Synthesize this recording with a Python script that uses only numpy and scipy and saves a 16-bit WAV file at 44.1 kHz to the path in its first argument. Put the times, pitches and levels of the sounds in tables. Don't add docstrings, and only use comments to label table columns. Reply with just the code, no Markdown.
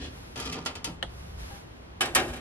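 import sys
import numpy as np
from scipy import signal
from scipy.fft import rfft, irfft
from scipy.io import wavfile

SR = 44100
rng = np.random.default_rng(int(sys.argv[2]) if len(sys.argv) > 2 else 0)


def bounce(signal):
    frames = np.transpose(np.atleast_2d(signal))
    limited = np.clip(frames, -1, 1)
    pcm = np.round(limited * 32767).astype(np.int16)
    wavfile.write(sys.argv[1], SR, pcm)


N = 105884
TIME_S = np.arange(N) / SR
FREQS_HZ = np.maximum(np.fft.rfftfreq(N, 1 / SR), 1)

TILT_PIVOT_HZ = 2120
RISE_CYCLES, CRACK_S = 2.24, 0.0023
SLIPS_PER_S, SLIP_SPREAD_DB = 150, 4
RIPPLE_DB, RIPPLE_HZ = 4, 31.95
SCRAPE_GRAINS_PER_S, SCRAPE_GRAIN_S = 320, 0.0021
AIR_DB = -50.5

# (frequency [Hz], relative density [dB])
AIR_COLOUR = [(100, -3), (170, -9), (300, -13), (500, -16.5), (1200, -23.5), (3000, -32.5), (5500, -43.5),
              (8000, -54), (12000, -88)]
# (frequency [Hz], relative density [dB])
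RUMBLE_LEVEL = [(0, -44), (.3, -48.5), (.42, -45), (.85, -48), (.95, -43.5), (1.18, -45), (1.26, -42),
                (1.51, -42.5), (1.58, -51.5), (2.05, -48), (2.17, -42.5), (2.4, -42)]
RUMBLE_COLOUR = [(20, -7), (40, -3.5), (62, 11.5), (80, 5), (110, -3.5), (170, -6), (300, -31), (1000, -87)]
# (frequency [Hz], relative density [dB])
SLEEVE_LEVEL = [(0, -72), (.16, -56), (.33, -59), (1.0, -82), (1.1, -61), (1.2, -56.5), (1.36, -60.5),
                (1.40, -52.5), (1.47, -52.5), (1.58, -54.5), (1.66, -64.5), (2.0, -71)]
SLEEVE_COLOUR = [(300, 6.5), (1000, 5.5), (2500, -0.5), (5500, -4.5), (8000, -12.5), (11000, -6.5),
                 (12500, -12.5), (15500, -31)]

# (time [s], level [dB], tilt [dB/octave])
TRAY_CLANKS = [(2.0075, -26.5, 1), (2.014, -30, 2), (2.056, -38, 2), (2.1495, -27, 5.5), (2.154, -25.5, 1),
               (2.159, -24.5, 0.5), (2.164, -29, 0.5), (2.177, -36, 0), (2.198, -38, 1),
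               (2.2976, -47.5, -1), (2.3295, -52.5, 1.5)]
# (time [s], relative force [dB])
TRAY_RUB = [(2.0, -92), (2.03, -38), (2.13, -48), (2.19, -56), (2.25, -43), (2.30, -39.5), (2.35, -39),
            (2.4, -34)]
# (frequency [Hz], t60 [s])
TRAY_COLOUR = [(71, -41), (120, -8.5), (200, -15.5), (306, -5.5), (490, -7.5), (812, -5.5), (1000, -11),
               (1150, -9), (2340, -12.5), (2900, -13.5), (4860, -20), (11900, -27), (15500, -66)]
TRAY_T60 = [(200, 0.62), (1000, 0.35), (3000, 0.23), (10000, 0.084), (16000, 0.078)]
# (frequency [Hz], relative level [dB], t60 [s])
TRAY_MODES = [(243, -10.5, 0.74), (346.5, -8.5, 0.58), (625.5, -12.5, 0.45), (804, -9, 0.38),
              (1112, -3.5, 0.11), (1234, -13, 0.18), (1436, -12, 0.065), (1665, -2.5, 0.11),
              (2236, -5, 0.063), (2423, -14, 0.12), (2880, -18, 0.14), (3795, -12, 0.15), (9750, -9, 0.063)]
# (time [s], level [dB], tilt [dB/octave])
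TRAY_NUDGES = [(1.51, -43.5, 0)]
# (frequency [Hz], relative level [dB], t60 [s])
FREE_TRAY_MODES = [(529, -11, 0.24), (800, -1, 0.32), (1640, -13, 0.35)]
# (time [s], level [dB], tilt [dB/octave])
RACK_PINGS = [(2.009, -32.5, 0)]
# (frequency [Hz], relative level [dB], t60 [s])
RACK_MODES = [(1264, -2, 0.14), (1797, -7, 0.14), (3004, 6.5, 0.11), (3280, -6, 0.14), (5160, -6.5, 0.15),
              (7790, -12, 0.27)]

# (time [s], level [dB], tilt [dB/octave])
HANDLE_TAPS = [(1.0267, -27.5, 1)]
# (frequency [Hz], t60 [s])
HANDLE_COLOUR = [(150, 2.5), (500, -1), (740, 3.5), (1000, -8), (1300, -2), (1600, -6), (2000, -3),
                 (2350, -23), (2900, -2.5), (3400, -0.5), (4200, -10), (5200, -22.5), (10000, -24.5),
                 (15000, -58)]
HANDLE_T60 = [(300, 0.095), (1000, 0.095), (3000, 0.03), (10000, 0.035)]
# (frequency [Hz], relative level [dB], t60 [s])
HANDLE_MODES = [(516, -1, 0.073), (717, -9, 0.07), (1180, -4.5, 0.038), (1370, -1.5, 0.03),
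                (1820, 4.5, 0.03), (2940, 7, 0.023), (3260, -3, 0.033), (4230, -7, 0.032)]

# (frequency [Hz], relative density [dB])
EDGE_LEVEL = [(0, -46), (.02, -39), (.048, -38.5), (.07, -40.5), (.095, -48), (.16, -59), (.3, -62)]
EDGE_COLOUR = [(150, -2), (265, 21), (450, 4.5), (600, 2), (1400, -8.5), (1800, 3), (2200, -12.5),
               (2600, 2.5), (2850, -4), (3130, 3), (3500, -4), (6000, -12), (11000, -26), (14000, -55)]
# (frequency [Hz], relative density [dB])
SCRAPE_LEVEL = [(.34, -87), (.39, -49), (.46, -44), (.56, -50), (.61, -57), (.65, -65), (.72, -96)]
SCRAPE_COLOUR = [(1080, -3), (1205, 9), (1350, -6), (2050, -6), (2500, 3), (2750, -9), (3100, 2.5),
                 (3550, -7), (4050, -4.5), (5200, -3), (7500, -15), (11000, -21), (14000, -61.5)]
# (time [s], level [dB], tilt [dB/octave])
HINGE_TICKS = [(.358, -38.5, 0.5), (.375, -42.5, 3.5), (.393, -43, -0.5), (.400, -42, 6), (.412, -45, -2.5),
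               (.454, -45.5, 3.5), (.497, -47, 1.5), (.527, -37, 2.5), (.651, -49, 4.5), (.660, -29.5, 1.5),
               (.7535, -39.5, 1.5), (.8435, -34.5, 5.5), (.847, -44.5, -0.5)]
# (time [s], level [dB], tilt [dB/octave])
DOOR_THUMPS = [(.567, -42.5, -3.5), (0.865, -46.5, -5)]
# (time [s], relative force [dB])
HINGE_RUB = [(.34, -96), (.37, -37.5), (.46, -39.5), (.51, -47.5), (.56, -39.5), (.63, -52), (.72, -61),
             (.82, -55), (.95, -60), (1.1, -96)]
# (frequency [Hz], t60 [s])
DOOR_COLOUR = [(71, -23), (120, -18), (166, -1), (200, -10.5), (255, 0), (332, -7.5), (398, -4), (563, -7),
               (764, -7.5), (1060, -11.5), (1190, -12), (1590, -15), (3050, -14), (11200, -31),
               (15500, -58)]
DOOR_T60 = [(200, 0.17), (1000, 0.31), (3000, 0.2), (10000, 0.084), (16000, 0.039)]
# (frequency [Hz], relative level [dB], t60 [s])
DOOR_MODES = [(504.5, -7.5, 0.22), (780, -11, 0.35), (1072, -10, 0.27), (1717, -10.5, 0.21),
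              (1995, -7, 0.086), (2410, -15, 0.2), (2600, -18, 0.25), (3076, -9.5, 0.16),
              (4600, -9.5, 0.11), (4830, -10.5, 0.16), (11100, -16.5, 0.069)]
# (frequency [Hz], relative level [dB], t60 [s])
PANE_MODES = [(170, 0.5, 0.38), (233.4, -2.5, 0.37), (257.5, 5.5, 0.56), (300.5, -5, 0.39),
              (392.3, 0, 0.41), (435, -0.5, 0.16), (1188, -8, 0.17), (1207, -2.5, 0.45)]
# (time [s], level [dB], tilt [dB/octave])
CASING_THUDS = [(.888, -38, 0)]
# (frequency [Hz], relative level [dB], t60 [s])
CASING_MODES = [(167, 0, 0.39), (242, -4, .3), (334.5, -4, 0.28)]

# (frequency [Hz], side minus mid [dB])
OVEN_WIDTH = [(100, -31), (300, -15.5), (700, -7.5), (1400, -1.5), (2800, 3), (5500, 4), (10000, 7.5)]
HANDLE_WIDTH = [(300, -12), (1400, -5), (3000, 0), (6000, 6), (10000, 5)]
AIR_WIDTH = [(60, -35), (150, -9.5), (300, 0), (700, 3), (2500, 5.5), (6000, 7.5), (10000, 9)]


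def amp(db):
    return 10 ** (np.asarray(db) / 20)


def in_time(rows):
    return np.interp(TIME_S, *np.transpose(rows))


def at_hz(points, hz):
    table_hz, value = np.transpose(points)
    return np.interp(np.log(hz), np.log(table_hz), value)


def noise(colour, gate=1):
    low_cut = np.minimum(FREQS_HZ / colour[0][0], 1) ** 2
    gain = amp(at_hz(colour, FREQS_HZ)) * low_cut
    gain /= np.sqrt(np.mean(gain ** 2))
    white = rng.standard_normal((2, N)) * gate
    return irfft(rfft(white) * gain, N)


def ripple():
    grid_hz = np.arange(3000) * RIPPLE_HZ
    heights = np.clip(rng.standard_normal(len(grid_hz)), -2, 2)
    depth_db = RIPPLE_DB * np.minimum(FREQS_HZ / 1000, 1)
    gain = amp(depth_db * np.interp(FREQS_HZ, grid_hz, heights))
    return gain / np.sqrt(np.mean(gain ** 2))


def stereo(pair, width, direct):
    mid, diffuse = rfft(pair)
    mix = 1j * direct * mid + np.sqrt(1 - direct ** 2) * diffuse
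    side = irfft(amp(at_hz(width, FREQS_HZ)) * mix, N)
    return np.array([pair[0] + side, pair[0] - side])


def fade(x, seconds):
    return signal.lfilter([1], [1, -np.exp(-1 / (seconds * SR))], x + 1e-18)


def slips(force, level_db):
    clicks = (rng.random(N) < SLIPS_PER_S / SR) * rng.choice([-1, 1], N)
    spread_db = SLIP_SPREAD_DB * np.clip(rng.standard_normal(N), -2, 2)
    return clicks * amp(in_time(force) + level_db + spread_db)


def contacts(blows, rub, rub_tilt_db, hz):
    octaves = np.log2(hz / TILT_PIVOT_HZ)
    clicks = rub * amp(rub_tilt_db * octaves)
    for time_s, level_db, tilt_db in blows:
        clicks[int(time_s * SR)] += amp(level_db + tilt_db * octaves)
    return clicks


def ringing(blows, rub, rub_tilt_db, modes):
    out = np.zeros((2, N))
    for hz, level_db, t60_s in modes:
        radius = amp(-60 / (t60_s * SR))
        angle = 2 * np.pi * hz / SR
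        clicks = contacts(blows, rub, rub_tilt_db, hz) * rng.choice([-1, 1], (2, N))
        poles = [1, -2 * radius * np.cos(angle), radius ** 2]
        out += amp(level_db) * signal.lfilter([0, np.sin(angle)], poles, clicks + 1e-18)
    return out


def body(blows, rub, colour, decay, modes, rub_tilt_db, modes_db, crack_db, room_db, room_t60_s):
    out = amp(modes_db) * ringing(blows, rub, rub_tilt_db, modes)
    dense = rfft(noise(colour)) * ripple()
    t60_to_tau = 1 / np.log(10 ** 6)
    for hz in 125 * 2 ** (np.arange(15) / 2):
        window = np.maximum(1 - 2 * abs(np.log2(FREQS_HZ / hz)), 0)
        band = irfft(dense * window, N)
        energy = contacts(blows, rub, rub_tilt_db, hz) ** 2
        power = fade(energy, at_hz(decay, hz) * t60_to_tau)
        power += amp(crack_db) ** 2 * fade(energy, CRACK_S)
        power += amp(room_db) ** 2 * fade(energy, room_t60_s * t60_to_tau)
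        rise_s = RISE_CYCLES / hz
        softened = fade(power, rise_s) * (1 - np.exp(-1 / (rise_s * SR)))
        out += band * np.sqrt(softened)
    return out


def kitchen():
    air = noise(AIR_COLOUR) * amp(AIR_DB)
    rumble = noise(RUMBLE_COLOUR) * amp(in_time(RUMBLE_LEVEL))
    return stereo(air + rumble, AIR_WIDTH, direct=0)


def sleeve():
    swish = noise(SLEEVE_COLOUR) * amp(in_time(SLEEVE_LEVEL))
    return stereo(swish, AIR_WIDTH, direct=0)


def tray():
    rub = slips(TRAY_RUB, level_db=-12.0)
    metal = body(TRAY_CLANKS, rub, TRAY_COLOUR, TRAY_T60, TRAY_MODES,
                 rub_tilt_db=0, modes_db=-3.5, crack_db=-0.5, room_db=-23.0, room_t60_s=0.83)
    lifted = ringing(TRAY_NUDGES, np.zeros(N), 0, FREE_TRAY_MODES)
    rack = ringing(RACK_PINGS, np.zeros(N), 0, RACK_MODES)
    return stereo(metal + lifted + rack, OVEN_WIDTH, direct=0.45)


def handle():
    tap = body(HANDLE_TAPS, np.zeros(N), HANDLE_COLOUR, HANDLE_T60, HANDLE_MODES,
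               rub_tilt_db=0, modes_db=-5.0, crack_db=-13, room_db=-13.5, room_t60_s=0.19)
    return stereo(tap, HANDLE_WIDTH, direct=0.085)


def door_edge():
    rub = irfft(rfft(noise(EDGE_COLOUR)) * ripple(), N)
    return stereo(rub * amp(in_time(EDGE_LEVEL)), OVEN_WIDTH, direct=0.25)


def hinge_scrape():
    grains = (rng.random(N) < SCRAPE_GRAINS_PER_S / SR) * rng.exponential(1, N)
    power = fade(grains, SCRAPE_GRAIN_S)
    gate = np.sqrt(power / power.mean())
    rub = irfft(rfft(noise(SCRAPE_COLOUR, gate)) * ripple(), N)
    return stereo(rub * amp(in_time(SCRAPE_LEVEL)), OVEN_WIDTH, direct=0.45)


def door():
    grind = slips(HINGE_RUB, level_db=-11.5)
    shell = body(HINGE_TICKS + DOOR_THUMPS, grind, DOOR_COLOUR, DOOR_T60, DOOR_MODES,
                 rub_tilt_db=-2.0, modes_db=-6.5, crack_db=-2, room_db=-15, room_t60_s=0.35)
    pane = amp(-2.0) * ringing([], grind, 0, PANE_MODES)
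    casing = ringing(CASING_THUDS, np.zeros(N), 0, CASING_MODES)
    return stereo(shell + pane + casing, OVEN_WIDTH, direct=0.36)


def scene():
    background = kitchen() + sleeve()
    return background + tray() + handle() + door_edge() + hinge_scrape() + door()


def record(dry):
    lowpass = signal.ellip(10, 0.1, 80, 16000, fs=SR, output="sos")
    return signal.sosfilt(lowpass, dry)


dry = scene()
out = record(dry)
bounce(out)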